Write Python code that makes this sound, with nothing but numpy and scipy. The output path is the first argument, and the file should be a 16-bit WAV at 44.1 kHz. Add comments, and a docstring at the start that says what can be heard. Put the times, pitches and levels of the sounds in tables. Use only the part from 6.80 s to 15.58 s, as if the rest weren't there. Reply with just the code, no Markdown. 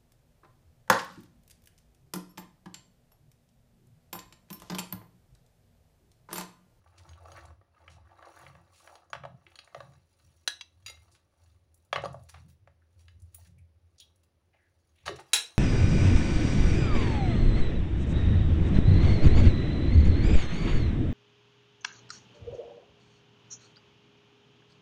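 """Fruit scraped off a plate

A spatula pushes seeds and fruit slices off a hand-held ceramic plate into a pan of custard: slips on
the glaze excite the plate modes. Taps and knocks ring the plate, which is then set down; a loose dish
clinks and a utensil chatters. A small hard kitchen answers as decaying noise; its lowest air modes hum
over a faint hiss. The sound is nearly mono; only a little of the top treble differs between the two
channels."""
import sys
import numpy as np
from scipy import signal
from scipy.fft import rfft, irfft
from scipy.io import wavfile
from scipy.ndimage import uniform_filter1d

SR = 44100
rng = np.random.default_rng(int(sys.argv[2]) if len(sys.argv) > 2 else 0)


def linear_from_db(decibels):
    """Turn decibels (scalar or array-like) into linear amplitude factors; 0 gives 1."""
    return 10 ** (np.asarray(decibels, float) / 20)


def wav_out(sig):
    """Save sig, one row per channel (or a flat mono array), as 16-bit PCM at SR to the path in sys.argv[1]."""
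    wavfile.write(sys.argv[1], SR, np.round(np.clip(np.atleast_2d(sig).T, -1, 1) * 32767).astype(np.int16))


N = 387198   # length in samples

# Modes of the ceramic plate. Each row: frequency in Hz, level in dB, free ring as t60 in seconds.
PLATE_MODES = [(426, -13, 0.032), (567.4, 1.5, 0.063), (684, -0.5, 0.042), (790, 3.5, 0.021),
               (910, -6.5, 0.02), (1137.6, 4, 0.04), (1270, 0.5, 0.056), (1480, -3, 0.021),
               (1651, 0.5, 0.043), (1855, -5, 0.039), (2100, -2.5, 0.022), (2305, -4.5, 0.021),
               (2659, 2, 0.015), (2980, -5.5, 0.057), (3270, -2.5, 0.045), (3615, -3.5, 0.028),
               (3930, 2, 0.027), (4130, -7, 0.034), (4370, 3.5, 0.019), (4856, -1, 0.049), (5710, 4, 0.016),
               (6500, -1.5, 0.069), (6900, -7.5, 0.064), (7130, -25.5, 0.046), (8850, -6, 0.028),
               (9420, -14, 0.096), (9700, -8, 0.0067), (10900, -20.5, .05), (13600, -28.5, .05)]


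def rms_one(x):
    """Scale to unit rms."""
    return x / np.sqrt(np.mean(x ** 2) + 1e-20)


def in_time(rows):
    """Turn table columns into curves, one value a sample; the first column is the time in seconds."""
    s, *columns = np.transpose(rows)
    return [np.interp(np.arange(N) / SR, s, column) for column in columns]


def at_hz(points, hz):
    """Read a (Hz, value) table on a log frequency axis."""
    table_hz, values = np.transpose(points)
    return np.interp(np.log(hz), np.log(table_hz), values)


def band(x, low_hz, high_hz):
    """Butterworth band-pass."""
    return signal.sosfilt(signal.butter(2, [low_hz, high_hz], "band", fs=SR, output="sos"), x)


def resonance(x, hz, width_hz):
    """Two-pole resonance with a peak gain of about 1."""
    r = np.exp(-np.pi * width_hz / SR)
    poles = [1, -2 * r * np.cos(2 * np.pi * hz / SR), r * r]
    return signal.lfilter([(1 - r * r) / 2, 0, (r * r - 1) / 2], poles, x)


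def hiss():
    """Steady background of room and microphone: shaped noise with two faint tones from air modes."""
    # Shape of the background noise. Each row: frequency in Hz, relative density in dB per Hz.
    shape = [(15, -42), (25, -9), (63, -6.5), (92, -2.5), (223, -11.5), (560, -15.5), (1190, -24),
             (2110, -25.5), (2990, -27.5), (5880, -31.5), (8140, -41.5), (9840, -35), (11900, -39.5),
             (14800, -41), (16000, -40)]
    # Air modes that the background keeps alive. Each row: frequency in Hz, width in Hz, rms in dB.
    faint_tones = [(345, 54, -92.5), (543.3, 40, -93)]
    level_db = -80.5   # rms above 200 Hz, without the tones
    hz = np.maximum(np.fft.rfftfreq(N, 1 / SR), 1)
    white = rng.standard_normal(N)
    spectrum = rfft(white) * linear_from_db(at_hz(shape, hz))
    above_hum = np.std(irfft(spectrum * (hz > 200), N))
    tones = sum(linear_from_db(db) * rms_one(resonance(white, tone_hz, width)) for tone_hz, width, db in faint_tones)
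    return linear_from_db(level_db) * irfft(spectrum, N) / above_hum + tones


def jolts():
    """Level in dB of the next-to-lowest air modes: each soft jolt makes it rise fast, hold and fade."""
    # Jolts of hand and plate. Each row: time in seconds, peak in dB, hold in seconds.
    jolt_rows = [(0.292, -60.5, 0.008), (0.533, -64, 0.011), (0.677, -65, 0.013), (1.12, -62, .02),
                 (1.642, -60, 0.14), (2.372, -53.5, .17), (2.982, -57.5, .16), (3.464, -65, 0.0091),
                 (4.1, -78, .01), (5.178, -47, 0.18), (5.598, -54.5, 0.071), (5.87, -66, 0.0076),
                 (6.68, -63, .14), (8.308, -47.5, 0.0078)]
    rise_db_per_s, fall_db_per_s, still_db = 353, 181, -90.5
    t = np.arange(N) / SR
    level_db = np.full(N, still_db)
    for s, peak_db, hold in jolt_rows:
        rise_db = rise_db_per_s * np.maximum(s - t, 0)
        fall_db = fall_db_per_s * np.maximum(t - s - hold, 0)
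        level_db = np.maximum(level_db, peak_db - rise_db - fall_db)
    return level_db


def hum():
    """Noise held in low air modes: the lowest swell along a curve and waver, the next follow the jolts."""
    # Level of the lowest modes, before the waver. Each row: time in seconds, level in dB.
    swell = [(0.0, -67), (0.3, -54.5), (0.73, -55), (0.9, -73.5), (1.17, -56), (1.5, -72.5), (1.78, -63.5),
             (2.25, -79.5), (2.37, -63), (2.9, -75), (3.15, -66), (3.35, -71), (3.5, -66), (3.81, -74.5),
             (4.0, -61.5), (4.27, -62), (4.5, -80), (4.7, -61), (5.06, -72), (5.2, -54.5), (5.65, -57.5),
             (6.0, -68.5), (6.36, -52.5), (6.95, -60.5), (7.15, -68), (7.9, -76), (8.24, -67),
             (8.29, -49.5), (8.5, -77.5), (8.78, -82)]
    # Lowest air modes. Each row: frequency in Hz, width of the first of two passes in Hz, level in dB.
    lowest_modes = [(82.2, 11, 7), (94.4, 2.1, -3)]
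    # Next air modes. Each row: frequency in Hz, width of the first of two passes in Hz, level in dB.
    next_modes = [(130.4, 21, -0.5), (168, 7, -4)]
    waver_db, waver_hz = 2.0, 3
    waver = rms_one(band(rng.standard_normal(N), waver_hz / 2, waver_hz * 2))
    lowest_db = in_time(swell)[0] + waver_db * waver
    out = np.zeros(N)
    for level_db, modes in [(lowest_db, lowest_modes), (jolts(), next_modes)]:
        noise = rng.standard_normal(N + SR)   # the extra first second lets the modes settle
        held = sum(linear_from_db(db) * resonance(resonance(noise, hz, width), hz, 2.4 * width)
                   for hz, width, db in modes)[SR:]
        evened = held / np.sqrt(uniform_filter1d(held ** 2, size=SR // 8))   # only fast beating stays
        out += linear_from_db(level_db) * evened
    return out


def slips_on_glaze(per_s, size_db, clump_db, patch_db, rustle_db):
    """Uneven, clumped slips excite the plate modes, now one and now another, and a broad rustle; rms 1."""
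    clumps = linear_from_db(clump_db * rms_one(band(rng.standard_normal(N), 10, 60)))
    patches = linear_from_db(patch_db * rms_one(band(rng.standard_normal(N), 4, 25)))
    sizes = rng.choice([-1, 1], N) * linear_from_db(size_db * np.minimum(rng.exponential(1, N), 5))
    slips = rms_one((rng.random(N) < per_s / SR) * sizes * clumps + 1e-9)
    ringing = np.zeros(N)
    for k, (hz, db, t60) in enumerate(PLATE_MODES):
        favoured = slips * np.roll(patches, k * N // len(PLATE_MODES))   # each mode has its own moments
        ringing += linear_from_db(db) * rms_one(resonance(favoured, hz, 2.6 / t60))
    return rms_one(rms_one(ringing) + linear_from_db(rustle_db) * slips)


def scrape(slips):
    """Long strokes in three ranges, whose fine grain is unrelated from range to range."""
    # Rubbing of blade and fruit over the glaze, before the mix level. Each row: time in seconds,
    # level of the low range in dB, brightness as high over low range in dB.
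    strokes = [(0.0, -73, -13), (0.28, -58.5, -17.5), (0.4, -63, -15.5), (0.56, -52, -15),
               (0.71, -58, -26.5), (0.79, -85.5, -33), (1.02, -59, -21.5), (1.22, -64.5, -27),
               (1.42, -55, -23.5), (1.62, -54.5, -13), (1.8, -62, -22), (1.96, -70, -7),
               (2.09, -56.5, -10.5), (2.29, -71, -23), (2.55, -71.5, -20.5), (2.72, -66, -12),
               (2.84, -67, -14), (2.98, -63.5, -9.5), (3.15, -67.5, -11.5), (3.25, -83.5, -1),
               (3.41, -76, 1), (3.91, -83.5, -2), (4.24, -70, -4.5), (4.45, -81, -12), (4.65, -72.5, -3),
               (4.85, -90, -2.5), (5.3, -77, -5.5), (5.6, -84, 10.5), (5.85, -106, -17), (6.2, -81, 3.5),
               (6.4, -93, 1), (6.65, -80, 12.5), (6.82, -107, -15), (7.15, -85, -0.5), (7.31, -80, -10),
               (7.5, -88.5, -10), (8.2, -85.5, 4), (8.31, -80, -14), (8.5, -66.5, -4)]
    edges = [420, 1500, 6000, 15500]   # Hz
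    stirred_hz, stirred_width_hz, stirred_db = 337.3, 72, -12.5   # low resonance that rubbing keeps sounding
    middle_db, middle_share = 0.95, 0.87   # the middle range follows part of the brightness
    low_db, bright_db = in_time(strokes)
    levels_db = low_db, low_db + middle_db + middle_share * bright_db, low_db + bright_db
    stirred = resonance(resonance(slips, stirred_hz, stirred_width_hz), stirred_hz, stirred_width_hz)
    out = linear_from_db(low_db + stirred_db) * rms_one(stirred)
    for k, (level_db, low, high) in enumerate(zip(levels_db, edges, edges[1:])):
        unrelated = np.roll(slips, k * SR)
        out += linear_from_db(level_db) * rms_one(band(unrelated, low, high))
    return out


def skids(slips):
    """Short strokes and sticky ticks: slips in a range of their own, with a quick rise and slower fall."""
    # Skids of blade, fruit or plate foot. Each row: start in seconds, rms in dB before the envelope,
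    # centre in Hz, width in octaves, length in seconds.
    strokes = [(0.175, -59.5, 3900, 1.8, 0.025), (0.398, -60, 650, 0.98, 0.15),
               (0.561, -49, 1570, 0.84, 0.03), (1.095, -66.5, 4240, 1.8, 0.067),
               (1.583, -58.5, 1480, 0.82, 0.06), (1.928, -66.5, 4430, 2.4, 0.14),
               (2.069, -57.5, 735, 0.77, 0.11), (2.66, -64, 345, 0.22, 0.034),
               (4.313, -67, 6500, 1.2, 0.027), (4.344, -63, 2440, 3.1, 0.024),
               (5.487, -50, 3500, 3.2, 0.017), (5.536, -54.5, 1140, 2.4, 0.043),
               (5.68, -70, 5020, 3.3, 0.044), (6.012, -73.5, 1610, 0.36, 0.019),
               (6.187, -71, 4100, 2.7, 0.039), (6.539, -62, 3040, 1.8, 0.019),
               (6.578, -69.5, 760, 0.67, 0.038), (6.665, -62.5, 4130, 2.9, 0.013),
               (6.777, -64.5, 2350, 0.27, 0.016), (7.193, -56.5, 3500, 0.45, 0.04),
               (7.43, -71, 6000, 2.6, 0.016), (7.729, -71.5, 2100, 0.6, 0.05),
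               (7.734, -69, 700, 0.73, 0.032), (7.779, -74, 1800, 0.38, 0.12),
               (8.145, -73, 2640, 0.87, 0.25), (8.255, -39.5, 1490, 3.7, 0.037),
               (8.287, -41.5, 377, 0.43, 0.058), (8.292, -50.5, 512, 0.34, 0.035),
               (8.354, -52.5, 3500, 2.2, 0.017), (8.385, -46, 870, 2.9, 0.028),
               (8.393, -53.5, 4000, 2.2, 0.015)]
    # Fruit peeling off the glaze. Each row: start in seconds, rms in dB before the envelope, centre in Hz.
    ticks = [(0.073, -68, 2430), (0.232, -66, 5000), (0.606, -61, 5040), (2.24, -73, 6030),
             (0.652, -57, 6200), (4.942, -61, 9600), (4.973, -70.5, 10050), (5.047, -69.5, 10050),
             (5.218, -54, 5900), (5.326, -58, 8000), (5.433, -66.5, 9000), (6.398, -71, 7980),
             (6.418, -63, 8830), (6.544, -45.5, 10900), (6.782, -64.5, 9100), (7.181, -54, 5650),
             (7.2, -58, 11100), (7.357, -71.5, 9020)]
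    tick_octaves, tick_s = 0.95, 0.0075
    out = np.zeros(N)
    for s, level_db, hz, octaves, length in strokes + [(*tick, tick_octaves, tick_s) for tick in ticks]:
        at = round(s * SR)
        u = np.arange(round(2 * length * SR)) / (length * SR)   # time in lengths
        low, high = hz * 2 ** (-octaves / 2), min(hz * 2 ** (octaves / 2), 16000)
        rub = rms_one(band(slips[at:at + len(u)], low, high))
        rise = np.minimum(u / np.clip(0.0077 / length, 0.1, 0.5), 1)
        out[at:at + len(u)] += linear_from_db(level_db) * rub * rise * np.exp(-u ** 3)
    return out


def blows(rows, modes, ring, crack_db, crack_t60, rise_s, spread_db, room_db):
    """Brief contacts: each rings all modes with new strengths and cracks; returns near and room feeds."""
    # Where low, middle and high colour hold [Hz].
    colour_hz = [750, 2500, 8000]
    edges = [420, 1300, 4500, 10500]   # ranges of the crack, Hz
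    out, t = np.zeros((2, N + SR)), np.arange(SR // 4) / SR
    hz, level_db, t60 = np.transpose(modes)[:, :, None]
    luck = rng.standard_normal((len(rows), 3, len(modes), 1))
    for row, back_db, (strength, offset, shift) in zip(rows, np.resize(room_db, len(rows)), luck):
        s, peak_db, *over_db = row
        colour_db = [0, *over_db]
        mode_db = level_db + np.interp(np.log(hz), np.log(colour_hz), colour_db) + spread_db * strength
        fade = np.exp(-np.log(1000) * t / (t60 * ring))
        held_hz = hz * (1 + 0.003 * shift)   # grip and load detune the modes
        beating = np.cos(2 * np.pi * 0.005 * offset * hz * t)   # makes each mode a beating pair
        ringing = fade * np.sin(2 * np.pi * held_hz * t + np.pi * offset) * beating
        sound = np.sum(linear_from_db(mode_db) * ringing, axis=0)
        sound = sound * (1 - np.exp(-t / rise_s))   # the contact takes a moment to build
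        noise = rng.standard_normal(len(t))
        crack = sum(linear_from_db(db) * rms_one(band(noise, low, high))
                    for db, low, high in zip(colour_db, edges, edges[1:]))
        crack = rms_one(crack) * linear_from_db(-60 * t / crack_t60)
        sound = sound / np.max(np.abs(sound)) + linear_from_db(crack_db) * crack
        at = round(s * SR)
        out[:, at:at + len(t)] += linear_from_db(peak_db) * sound * [[1], [linear_from_db(back_db)]]
    return out[:, :N]


def plate_blows():
    """Taps and knocks ring the ceramic plate, a little damped, with a crack at each contact."""
    # Each row: start in seconds, peak of the ringing in dB before the bass cut, then the colour as
    # middle over low in dB and high over low in dB.
    rows = [(0.291, -46, 20, 17.5), (0.333, -50.5, 35, 15), (0.518, -39, -8, -5), (0.813, -52, -16, -51),
            (1.079, -40, 22, -43), (1.425, -40.5, -8.5, -28), (1.471, -41.5, -33, -21),
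            (1.665, -41, 15, -40), (1.751, -45, 2.5, -61), (2.074, -40.5, 8, -19), (2.154, -41, -6, -3),
            (2.301, -48.5, -16, 0), (2.331, -21, 5, -22), (2.351, -31, 1, -57), (2.436, -34, -10, -62),
            (2.451, -30.5, -7.5, -45), (2.666, -45, 33, -34), (2.718, -52, 23, -8), (2.756, -40, 22, 18.5),
            (2.789, -34, 20, 9), (2.845, -52, 27, 36), (2.875, -47.5, 4, -54), (2.946, -31.5, -12, -25.5),
            (2.964, -37.5, -48, -32), (3.004, -33, -7.5, -22), (3.135, -56, -3, -2.5),
            (4.173, -52.5, 14, -26), (5.128, -14.5, 2, -22.5), (5.159, -18.5, 3, -28.5),
            (5.18, -29, -27.5, -46), (5.238, -22.5, -21, -30), (5.248, -28, -6, -13.5),
            (5.256, -23.5, -16.5, -16.5), (5.343, -32.5, -33, -39), (5.874, -44.5, -4.5, -73),
            (6.282, -46.5, 27.5, 9), (7.2, -41.5, 53, 58), (8.261, -32, 4, 6), (8.279, -20, 5.5, -10.5),
            (8.291, -30, -12, -18)]
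    return blows(rows, PLATE_MODES, ring=0.92, crack_db=-22.5, crack_t60=0.044, rise_s=0.00059,
                 spread_db=3.5, room_db=-1.5)


def dish_clinks():
    """A loose dish is clinked off to the side: damped dish modes with a strong crack."""
    # Each row: start in seconds, peak of the ringing in dB before the bass cut, then the colour as
    # middle over low in dB and high over low in dB.
    rows = [(3.676, -15, 11.8, 2), (3.81, -31, 88, 59), (8.533, -9, 7.6, 5.2)]
    # Modes of the dish. Each row: frequency in Hz, level in dB, t60 in seconds before damping.
    dish_modes = [(345, -9, 0.033), (575, -1.5, 0.06), (1010, 7.5, 0.03), (1200, -9.5, 0.1),
                  (1490, 4.5, 0.058), (1685, -4, .3), (1985, -13.5, 0.076), (2340, -12.5, .06),
                  (2730, -10, 0.096), (3290, 2, .1), (3680, -10.5, 0.069), (3540, -10, 0.05),
                  (3858, -2, 0.053), (3890, 4, 0.1), (4150, 3, 0.12), (4500, -7.5, 0.064), (4782, 3, 0.12),
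                  (5747, -8.5, .06), (5560, 11.5, 0.047), (6050, 3.5, 0.18), (6554, 3.5, 0.077),
                  (7330, -2, 0.12), (7800, -7.5, .07), (8970, -5, .07), (8940, -4, 0.14), (10100, -8, .07),
                  (11000, -15.5, .05), (12200, -14.5, .05)]
    # How much of each clink feeds the room, against its near sound [dB].
    clink_room_db = [-5, -8.5, 7.5]
    return blows(rows, dish_modes, ring=0.45, crack_db=-8.5, crack_t60=0.029, rise_s=0.0011,
                 spread_db=4.0, room_db=clink_room_db)


def utensil_chatter():
    """A small metal utensil chatters on the counter, which leaves it a share of its free ring."""
    # Each row: start in seconds, peak of the ringing in dB before the bass cut, then the colour as
    # middle over low in dB and high over low in dB.
    rows = [(4.062, -31.5, 42, 29), (4.08, -35, 11.6, -7), (4.097, -37.5, 5.2, -4)]
    # Modes of the utensil. 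Each row: frequency in Hz, level in dB, free t60 in seconds.
    utensil_modes = [(590, -9, 0.071), (1305, -3, 0.056), (2107, -12, 0.45), (2750, 8, 0.023),
                     (3500, -15, 0.034), (3920, -6, 0.058), (3860, 0, 0.12), (4810, 2, 0.097),
                     (5760, -2, 0.14), (5900, 3, 0.055), (6730, 9.5, 0.073), (9200, -6, 0.25),
                     (11400, -8, .08), (12400, -5, .12), (15300, -13, 0.087)]
    return blows(rows, utensil_modes, ring=0.45, crack_db=-9.5, crack_t60=0.045, rise_s=0.0044,
                 spread_db=1.0, room_db=-1.5)


def kitchen(x, gap_s):
    """Two diffuse tails: noise that dies at its own rate in each half octave, from the first reflection."""
    # Decay of the room. Each row: frequency in Hz, t60 in seconds.
    decay = [(300, 0.35), (1000, 0.28), (4000, 0.28), (12000, 0.19)]
    t = np.arange(SR // 2) / SR
    edges = 200 * 2 ** np.arange(0, 6.6, 0.5)   # Hz
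    noise = rng.standard_normal((2, len(t)))
    tail = sum(band(noise, low, high) * linear_from_db(-60 * t / at_hz(decay, low))
               for low, high in zip(edges, edges[1:]))
    tail = tail * (t > gap_s) / np.sqrt(np.sum(tail ** 2, axis=1, keepdims=True))
    return signal.fftconvolve(x[None], tail, axes=1)[:, :N]


def scene():
    """Plate, dish, utensil, room and background; only a little of the top treble differs by channel."""
    struck = plate_blows() + dish_clinks() + utensil_chatter()
    slips = slips_on_glaze(per_s=2500, size_db=3.5, clump_db=4.5, patch_db=6, rustle_db=-11)
    wet_slips = slips_on_glaze(per_s=6000, size_db=3.0, clump_db=2.5, patch_db=3, rustle_db=4)
    # single seeds knock the plate as they roll
    seeds = slips_on_glaze(per_s=90, size_db=0.5, clump_db=4.0, patch_db=6.5, rustle_db=-9.5)
    rubbed = linear_from_db(-3.5) * scrape(slips + linear_from_db(-6.5) * seeds) + skids(wet_slips)
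    bass_cut = signal.butter(4, 290, "high", fs=SR, output="sos")   # a plate radiates little bass
    near, far = signal.sosfilt(bass_cut, struck + rubbed)
    tail, other_tail = kitchen(far, gap_s=0.0018)
    mid = near + linear_from_db(-4.5) * tail + hum() + hiss()
    side = linear_from_db(-15) * band(band(other_tail, 9000, 16000), 9000, 16000)
    return np.array([mid + side, mid - side])


def band_limit(x):
    """A steep low-pass at the top of the band."""
    return signal.sosfilt(signal.butter(12, 16620, fs=SR, output="sos"), x)


def record(dry):
    """The microphone port lifts two treble ranges; a broad dip lies between and the band ends steeply."""
    lifts = linear_from_db(-1.0) * resonance(dry, 9900, 1000) + linear_from_db(-2.0) * resonance(dry, 15000, 1500)
    dip = 0.5 * resonance(dry, 12800, 3200)
    band_end = signal.cheby2(12, 60, 17000, fs=SR, output="sos")
    heard = signal.sosfilt(band_end, dry + lifts - dip)
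    return band_limit(heard)


dry = scene()
out = record(dry)
wav_out(out)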